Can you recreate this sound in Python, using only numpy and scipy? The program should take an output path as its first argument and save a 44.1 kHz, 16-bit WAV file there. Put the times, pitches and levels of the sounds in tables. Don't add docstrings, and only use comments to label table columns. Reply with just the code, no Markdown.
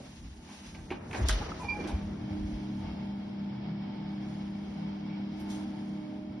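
import sys
import numpy as np
from scipy import signal
from scipy.fft import rfft, irfft
from scipy.io import wavfile
from scipy.ndimage import uniform_filter1d

SR = 44100
rng = np.random.default_rng(int(sys.argv[2]) if len(sys.argv) > 2 else 0)


def linear_from_db(decibels):
    return 10 ** (np.asarray(decibels, float) / 20)


def materialize(psi):
    bounded = np.clip(np.atleast_2d(psi).T, -1, 1)
    quanta = np.round(bounded * 32767).astype(np.int16)
    wavfile.write(sys.argv[1], SR, quanta)


N = 282240

# start_s, door_and_distance_loss_db, blade_standing_wave_db, octave_standing_wave_db (low at a node)
WALK = [(0.0, -14, -8.5, -9), (0.2, -24, -2, -5.5), (1.0, -14.5, -5, -2), (1.57, -14.5, -9.5, -3),
        (1.85, -2, -0.5, 1), (2.07, -1.5, -10, -1), (2.2, -2, -8, -8.5), (2.35, -0.5, 0.5, -1.5),
        (2.9, 0, -7.5, -3), (3.12, 0.47, -12, -4), (3.62, 0.5, -14, -5.5), (4.17, 0, -5.5, -4.5),
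        (4.63, 0.28, -11.5, -6.5), (5.61, .1, -1, -4.5), (5.76, 0.5, -6.5, -5.5), (6.05, -3, 0, 3.5),
        (6.3, -6.5, -1, 6), (6.4, -6, -0.5, 1.5)]
# room_level_db at an antinode, share of the door loss, share of the standing wave
FAN_PARTS = dict(hum=(-39.5, 0.997, 0.01), blade=(-41, 0.926, 1.072), octave=(-58.5, 0.47, .01),
             low=(-49, 0.461, -0.302), high=(-46.5, 0.428, .2), air=(-53.5, 0.411, 0.015))
# pitch_hz, width_hz, level_db
SHAFT_ORDERS = [(63.9, 4.5, -19.5), (129.41, 3.2, -11), (163.87, 6.2, -5.5), (231.28, 8.3, -13.5),
                (259.8, 1, -23), (339.85, 24, -20.5), (403.6, 24, -23), (493, 4.3, -30.5)]
# freq_hz, density_db (per Hz)
DUCT_COLOUR = [(30, -25.5), (50, -22), (100, 3), (180, 0), (240, 6.5), (350, -5), (450, -23), (600, -44)]
# freq_hz, density_db (per Hz)
GRILLE_COLOUR = [(300, -15.5), (430, -6), (580, -5), (770, -2.5), (900, -3.5), (1140, -11), (1800, -14),
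                 (2250, -15.5), (2600, -15.5), (3250, -14.5), (4200, -19.5), (5300, -17.5), (6000, -37),
                 (7500, -55.5)]
# pitch_hz, width_hz, level_db
SLOT_WHISTLES = [(770, 47, -17), (884.2, 2.9, -11), (2231.5, 100, -17), (3216, 110, -24.5)]
# freq_hz, side_minus_mid_db
PORT_SPREAD = [(150, -53), (330, -7), (800, -2), (1200, -1.5), (1700, -8), (2500, 2), (4500, 0.5),
               (5700, -6.5), (6300, -0.5), (7100, 9.5), (8500, 6), (9200, -3), (9900, -20), (11500, -17)]
# peak_s, level_db, fall_s (per 10 dB; negative swells slowly)
GUSTS = [(.25, -48.5, 0.24), (.8, -46, 0.05), (.93, -50, 0.29), (1.33, -37.5, 0.1128), (1.43, -43, 0.39),
         (2.0, -39.5, 0.28), (2.42, -36.5, 0.1025), (2.83, -47, 0.26), (4.3, -63, 0.04),
         (4.88, -58.5, -1.5), (5.55, -53.5, -0.29), (6.3, -58.5, 0.6)]
# peak_s, level_db, fall_s (per 10 dB), brightness_db
STROKES = [(.08, -57.5, 0.6106, 4.5), (0.532, -51.5, 0.1839, 3.5), (0.669, -53.5, 0.1469, 3.5),
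           (.85, -57.5, 0.11, 1.5), (.95, -58, 0.02, -9), (1.179, -48, 0.1375, 5),
           (1.311, -40.5, 0.169, -4), (1.619, -50.5, 0.0846, 1), (1.78, -53.5, 0.4072, -1),
           (2.03, -60.5, 0.04, -2.85), (2.5, -59.5, 0.6227, 1.83), (4.3, -62, 0.37, 2.35),
           (4.7, -62.5, 0.3445, 0.14), (5.0, -70.5, 0.5043, -5.5), (5.38, -59.5, 0.1933, -0.67),
           (5.52, -55.5, 0.11, 8), (5.8, -65.5, 0.42, 6)]
# freq_hz, density_db (per Hz)
RUSTLE_COLOUR = [(500, -28), (900, 5.5), (1500, 0.84), (2800, 4), (4500, 2), (5600, 2), (6500, -2),
                 (7500, -26)]
# freq_hz, density_db (per Hz)
FIZZ_COLOUR = [(5500, -19), (6500, 10.5), (7500, 4), (8500, 3), (9500, 0.5), (10500, -1), (11400, -4.5),
               (12000, -22)]
# start_s, pitch_hz, level_db, t60_s
KNOCKS = [
    (1.292, 1450, -19, 0.0666),
    (1.416, 1113, -35.5, 0.274),
    (.001, 524.5, -42.5, 0.407),
    (.911, 323, -24.5, 0.13),
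    (2.513, 640, -36, 0.045),
    (5.396, 11460, -54.5, .4),
]
# start_s, body_db, ring_db, t60_s
HANDLE = [
    (0.486, -48, -56, 0.81),
    (.747, -40.5, -41.5, 0.122),
    (0.784, -45, -44.5, 0.11),
    (0.9043, -28, -25.5, 0.0987),
    (0.918, -36, -37.5, 0.14),
    (1.1118, -43, -25.5, 0.044),
    (1.1295, -30, -27.5, 0.149),
    (1.1451, -31.5, -27.5, 0.11),
]
# start_s, body_db, ring_db, treble_db, t60_s
BOLT = [
    (1.2851, -24, -26, -14.5, 0.0257),
    (1.293, -43, -40.5, -24, 0.089),
    (1.3055, -37, -22, -34.5, 0.0648),
    (1.325, -38.5, -32.5, -35, 0.12),
    (1.841, -31.5, -57, -51, 0.087),
    (1.873, -38, -43.5, -42, 0.2992),
    (1.989, -50.5, -42.5, -59.5, 0.04),
    (5.5, -59, -53.5, -43, 0.485),
]
# freq_hz, density_db (per Hz)
LATCH_COLOUR = [(150, -40), (250, 2.5), (504, -12), (865, -2), (1410, -19.5), (1580, -7), (1950, -27.5),
                (2270, -10.5), (5000, -31.5), (6500, -55), (11000, -120)]
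# peak_s, level_db, fall_s (per 10 dB; negative swells slowly)
JOLTS = [(1.12, -47.5, 0.1134), (1.14, -45, 0.54), (1.18, -32.5, 0.1244), (1.215, -32.5, 0.0884),
         (1.424, -34.5, 0.14), (1.5, -39.5, 0.28), (1.62, -40.5, 0.0963), (1.79, -34.5, 0.11),
         (1.87, -35, 0.02), (1.92, -35.5, 0.0047), (2.04, -43.5, -0.53)]
# freq_hz, density_db (per Hz)
LEAF_COLOUR = [(59, -14), (100, -0.5), (124, -12.5), (215, -6.5), (568, -14), (633, -13), (1070, -19.5),
               (1160, -20), (2500, -28.5), (3250, -38), (5500, -120)]
# start_s, peak_db, pitch_hz, length_s, glide (share)
THUDS = [
    (1.176, -31.5, 110.5, 0.102, -0.068),
    (1.21, -22.5, 68.2, 0.0808, -0.054),
    (1.282, -24.5, 51.3, 0.1196, -0.059),
    (1.929, -27.5, 59.85, 0.04112, 0.043),
    (2.206, -36.5, 100.7, 0.095, 0.256),
    (2.31, -31, 85.3, 0.0296, 0.088),
    (2.429, -27.5, 65.3, 0.044, 0.103),
    (2.525, -33.5, 50.5, 0.061, 0.00087),
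]
# start_s, length_s, pitch_hz, level_db, roughness (0-1)
CREAKS = [(1.286, 0.063, 630.6, -41, 0.08), (1.41, 0.0228, 841.4, -37, 0.17),
          (1.517, 0.0112, 1292, -33, 0.2), (1.597, 0.0412, 997.5, -39.5, 0.18),
          (1.62, 0.06, 855, -41.5, 0.79), (1.67, 0.091, 970, -46, 0.8), (1.725, 0.088, 832, -38, 0.01),
          (1.79, 0.017, 389, -29.5, 0.5), (1.845, 0.024, 336.2, -32.5, 0), (1.89, 0.025, 304, -39, 0.3),
          (1.879, 0.065, 814.6, -43.5, 0.63), (5.08, 0.105, 2269, -54.5, 0.37)]
# start_s, length_s, pitch_hz, level_db, roughness (0-1)
SQUEAL = [
    (1.6, 0.051, 2436, -55, 0.95),
    (1.635, 0.05274, 2372, -47.5, 0.65),
    (1.684, 0.04, 2367, -27, 0.12),
    (1.708, 0.04, 2374, -30.5, 0.12),
    (1.735, 0.0476, 2345, -43.5, 0.36),
    (1.778, 0.069, 2362, -44.5, 0.26),
    (1.83, 0.082, 2375, -55, .95),
    (1.89, 0.133, 2372, -60.5, 0.91),
]
# freq_hz, below_neighbours_db
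MASKING = [(100, -26), (700, -17.5), (1200, -7), (1700, -10), (3000, -3.5), (4200, -3), (6000, -3),
           (9000, -0.5), (11500, -2), (11900, 14)]

HUM_HZ, BEAT_HZ, BEAT_DB, BLADE_HZ = 200.0, 197.16, -13, 306.6
PAN_AT_ANTINODE_DB, PAN_PER_DB = -5.5, -1.4755
TREBLE_HZ, TREBLE_SHARE = 1300, .6
STILL_AIR_DB, STILL_CLOTH_DB, STILL_FIZZ_DB, FIZZ_DB = -63.5, -77, -92, -20
GUST_RISE, STROKE_RISE, JOLT_RISE = 0.78, 0.484, 0.639
HANDLE_HZ, HANDLE_EDGE_DB, BOLT_HZ = 1986, -26.5, 3387
KNOCK_BODY_DB, KNOCK_EDGE_DB = -14.5, -26
HANDLE_RING_SHARE, BODY_RISE_S = .4, 0.0026
ROOM_T60_S = 0.33
AUDIBLE_DB, ATTACK_DB = -82, 3


def rms_one(x):
    return x / np.sqrt(np.mean(x ** 2) + 1e-20)


def in_time(rows):
    s, *columns = np.transpose(rows)
    return [np.interp(np.arange(N) / SR, s, column) for column in columns]


def shape(spectrum, outside=-90):
    hz, db = np.transpose(spectrum)
    log_hz = np.log(np.arange(N // 2 + 1) * SR / N + 1e-3)
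    return linear_from_db(np.interp(log_hz, np.log(hz), db, left=outside, right=outside))


def peak(hz, width_hz):
    offset = np.arange(N // 2 + 1) * SR / N - hz
    return 1 / (1 + (2 * offset / width_hz) ** 2)


def filtered_noise(gain):
    return rms_one(irfft(rfft(rng.standard_normal(N)) * gain, N))


def drift(hz):
    return filtered_noise(peak(0, 2 * hz))


def panned(x, db):
    return x * linear_from_db(np.array([db / 2, -db / 2]).reshape(2, -1))


def wide(mid, side):
    return np.array([mid + side, mid - side])


def diffuse(gain):
    ratio = shape(PORT_SPREAD, outside=-29.5)
    shares = np.array([np.ones_like(ratio), ratio]) / np.sqrt(1 + ratio ** 2)
    mid, side = irfft(rfft(rng.standard_normal((2, N))) * gain * shares, N)
    return rms_one(wide(mid, side))


def resonant(hz, width_hz, size):
    r = np.exp(-np.pi * width_hz / SR)
    zeros = [1, 0.0031, -1.014]
    poles = [1, -2 * r * np.cos(2 * np.pi * hz / SR), r * r]
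    once = signal.lfilter(zeros, poles, rng.standard_normal(size))
    return rms_one(signal.lfilter(zeros, poles, once))


def humps(rows, rise, floor_db):
    t = np.arange(N) / SR
    power = linear_from_db(2 * floor_db)
    for s, db, fall in rows:
        away = np.maximum((t - s) / fall, (s - t) / (rise * fall))
        power = power + linear_from_db(2 * db - 20 * away)
    return 10 * np.log10(power)


def swell(s, length, rise):
    part = np.arange(int(length * SR)) / (length * SR)
    start = int(s * SR)
    return slice(start, start + len(part)), part, np.sin(np.pi * part ** rise)


def along_walk(part):
    loss_db, wave_db, octave_wave_db = in_time(WALK)
    room_db, loss_share, wave_share = FAN_PARTS[part]
    standing_db = octave_wave_db if part == "octave" else wave_share * wave_db
    return room_db + loss_share * loss_db + standing_db


def motor(hum_db, blade_db, pan_db, octave_db):
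    turn = 2 * np.pi * np.arange(N) / SR
    lead = np.array([[.4], [-.4]])
    hum = np.sin(HUM_HZ * turn + lead / 7) + linear_from_db(BEAT_DB) * np.sin(BEAT_HZ * turn - 1.45)
    hum = np.sqrt(2) * linear_from_db(hum_db + 0.85 * drift(26.0)) * hum
    blade_phase = BLADE_HZ * turn + 1.625 * drift(0.76)
    blades = np.sqrt(2) * linear_from_db(blade_db + 0.5 + .4 * drift(3.9)) * np.sin(blade_phase + lead)
    octave = np.sin(2 * blade_phase + 0.17 * drift(6.0))
    octave = linear_from_db(octave_db + 2.0 + 1.3 * drift(7.9)) * octave
    return panned(hum, -.2) + panned(blades, pan_db) + panned(octave, -1.6)


def shaft_in_duct():
    duct = rms_one(shape(DUCT_COLOUR))
    for hz, width_hz, db in SHAFT_ORDERS:
        duct = duct + linear_from_db(db + 4.0) * rms_one(peak(hz, width_hz))
    below = np.arange(len(duct)) * SR / N < HUM_HZ
    low = linear_from_db(along_walk("low") + 1.5) * diffuse(duct * below)
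    high = linear_from_db(along_walk("high") + 2.0) * diffuse(duct * ~below)
    return low + high


def shaded(air):
    top = signal.sosfilt(signal.butter(1, TREBLE_HZ, "high", fs=SR, output="sos"), air)
    loss_db = np.maximum(in_time(WALK)[0], -8.0)
    return air - top + linear_from_db(TREBLE_SHARE * loss_db) * top


def grille_air():
    colour = rms_one(shape(GRILLE_COLOUR))
    for hz, width_hz, db in SLOT_WHISTLES:
        colour = colour + linear_from_db(db) * rms_one(peak(hz, width_hz))
    return shaded(linear_from_db(along_walk("air") + 2.0 + 1.2 * drift(4.1)) * diffuse(colour))


def fan():
    pan_db = PAN_AT_ANTINODE_DB + PAN_PER_DB * in_time(WALK)[1]
    tones = motor(along_walk("hum"), along_walk("blade"), pan_db, along_walk("octave"))
    return tones + shaft_in_duct() + grille_air()


def buffeting():
    lumps = shape([(20, -29.5), (35, -1.5), (55, 4.0), (90, 4.5), (130, -17.5)])
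    level_db = humps(GUSTS, GUST_RISE, STILL_AIR_DB) + 2.5 * drift(8.0)
    return linear_from_db(level_db) * wide(filtered_noise(lumps), linear_from_db(-20) * filtered_noise(lumps))


def sleeve():
    rustle_rows = [(s, db, fall) for s, db, fall, _ in STROKES]
    fizz_rows = [(s, db + FIZZ_DB + bright_db, fall) for s, db, fall, bright_db in STROKES]
    rustle_db = humps(rustle_rows, STROKE_RISE, STILL_CLOTH_DB)
    fizz_db = humps(fizz_rows, STROKE_RISE, STILL_FIZZ_DB)
    rustle = linear_from_db(rustle_db - 0.88 + 1.8 * drift(23.0)) * diffuse(shape(RUSTLE_COLOUR))
    fizz = linear_from_db(fizz_db + 8.5 + 1.0 * drift(8.6)) * diffuse(shape(FIZZ_COLOUR))
    return rustle + fizz


def contacts():
    knocks = [(s, db + KNOCK_BODY_DB, hz, db, db + KNOCK_EDGE_DB, t60, t60) for s, hz, db, t60 in KNOCKS]
    handle = [(s, body, HANDLE_HZ, ring, ring + HANDLE_EDGE_DB, t60, HANDLE_RING_SHARE * t60)
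              for s, body, ring, t60 in HANDLE]
    bolt = [(s, body, BOLT_HZ, ring, edge, t60, t60) for s, body, ring, edge, t60 in BOLT]
    return knocks + handle + bolt


def clicks():
    age = np.arange(SR // 4) / SR
    body = filtered_noise(shape(LATCH_COLOUR))
    treble = diffuse(shape([(3000, 4.5), (4500, 2.57), (7000, 0.5), (9000, -3.0), (11800, -11.5)]))
    metal_onset = 1 - np.exp(-age / .0004)
    wood_onset = 1 - np.exp(-age / BODY_RISE_S)
    out = np.zeros((2, N))
    for s, body_db, hz, ring_db, treble_db, t60, metal_t60 in contacts():
        span = slice(int(s * SR), int(s * SR) + len(age))
        wood = linear_from_db(body_db - 6.0 - 60 * age / max(t60, .01)) * wood_onset * body[span]
        ring = linear_from_db(ring_db - 10.5) * resonant(hz, 0.49 * hz, size=len(age))
        metal = panned(ring, -2.2) + linear_from_db(treble_db - 7.5) * treble[:, span]
        metal_decay = linear_from_db(-60 * age / max(metal_t60, .01))
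        out[:, span] += panned(wood, -2.2) + metal_onset * metal_decay * metal
    return out


def shudder():
    db = humps(JOLTS, JOLT_RISE, floor_db=-94.5)
    return linear_from_db(db - 4.5 + 2.3 * drift(21.0)) * diffuse(shape(LEAF_COLOUR))


def thuds():
    out = np.zeros(N)
    for s, db, hz, length, glide in THUDS:
        span, part, hump = swell(s, length, rise=0.853)
        cycles = hz * length * (part + glide * part ** 2)
        out[span] += linear_from_db(db) * hump * np.sin(2 * np.pi * cycles)
    return panned(out, 0.78)


def slips(rows, octave_db, spread):
    out = np.zeros(N)
    for s, length, hz, db, rough in rows:
        span, part, hump = swell(s, length, rise=0.708)
        phase = 2 * np.pi * hz * length * part
        clean = np.sin(phase) + linear_from_db(octave_db) * np.sin(2 * phase)
        grit = resonant(hz, spread * hz, size=len(part))
        out[span] += linear_from_db(db) * hump ** 0.76 * ((1 - rough) * clean + rough * grit)
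    return out


def hinge():
    creaks = slips(CREAKS, octave_db=-22, spread=0.211)
    squeal = slips(SQUEAL, octave_db=-22, spread=0.019)
    return panned(creaks, -1.0) + panned(squeal, -8.0)


def room(x):
    age = np.arange(int(.6 * SR)) / SR
    tail = rng.standard_normal((2, len(age))) * linear_from_db(-60 * age / ROOM_T60_S) * (age > .004)
    tail = tail / np.sqrt(np.sum(tail ** 2, axis=1, keepdims=True))
    tail = signal.lfilter([.5], [1, -.5], tail)
    return signal.fftconvolve(x.mean(axis=0)[None], tail, axes=1)[:, :N]


def masked(x, start, size=1024, count=4):
    n, k = np.arange(2 * size) + .5, np.arange(size) + .5
    window = np.sqrt(2 / size) * np.sin(np.pi * n / (2 * size))
    basis = window[:, None] * np.cos(np.pi / size * np.outer(n + size / 2, k))
    pad = 2 * size - start
    padding = [(0, 0), (pad, 2 * size - (pad + N) % size)]
    blocks = np.pad([x[0] + x[1], x[0] - x[1]], padding).reshape(2, -1, size) / 2
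    lines = np.concatenate([blocks[:, :-1], blocks[:, 1:]], axis=2) @ basis
    power = np.mean(lines.reshape(2, -1, size // count, count) ** 2, axis=3)
    around = uniform_filter1d(power.mean(axis=0), size=5, axis=1)
    around = uniform_filter1d(around, size=3, axis=0)
    hz, db = np.transpose(MASKING)
    mask_db = np.interp(k[::count] * SR / (2 * size), hz, db)
    mask = around * linear_from_db(2 * mask_db) + linear_from_db(2 * AUDIBLE_DB)
    treble = power[:, :, size // count // 3:].sum(axis=(0, 2))
    attack = treble > linear_from_db(2 * ATTACK_DB) * np.roll(treble, 1)
    mask[attack] *= linear_from_db(-33)
    halves = (lines * np.repeat(power > mask, count, axis=2)) @ basis.T
    joined = halves[:, 1:, :size] + halves[:, :-1, size:]
    return wide(*joined.reshape(2, -1)[:, pad - size:pad - size + N])


def scene():
    steady = fan() + buffeting() + sleeve()
    cracks = clicks()
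    door = shudder() + thuds()
    squeaks = hinge()
    wet = room(linear_from_db(-5.0) * cracks + squeaks / 4)
    return steady + cracks + door + squeaks + wet


def top_cut(x):
    return signal.sosfilt(signal.butter(12, 12490, fs=SR, output="sos"), x)


def record(dry):
    mix = masked(dry, start=831)
    return top_cut(mix)


dry = scene()
out = record(dry)
materialize(out)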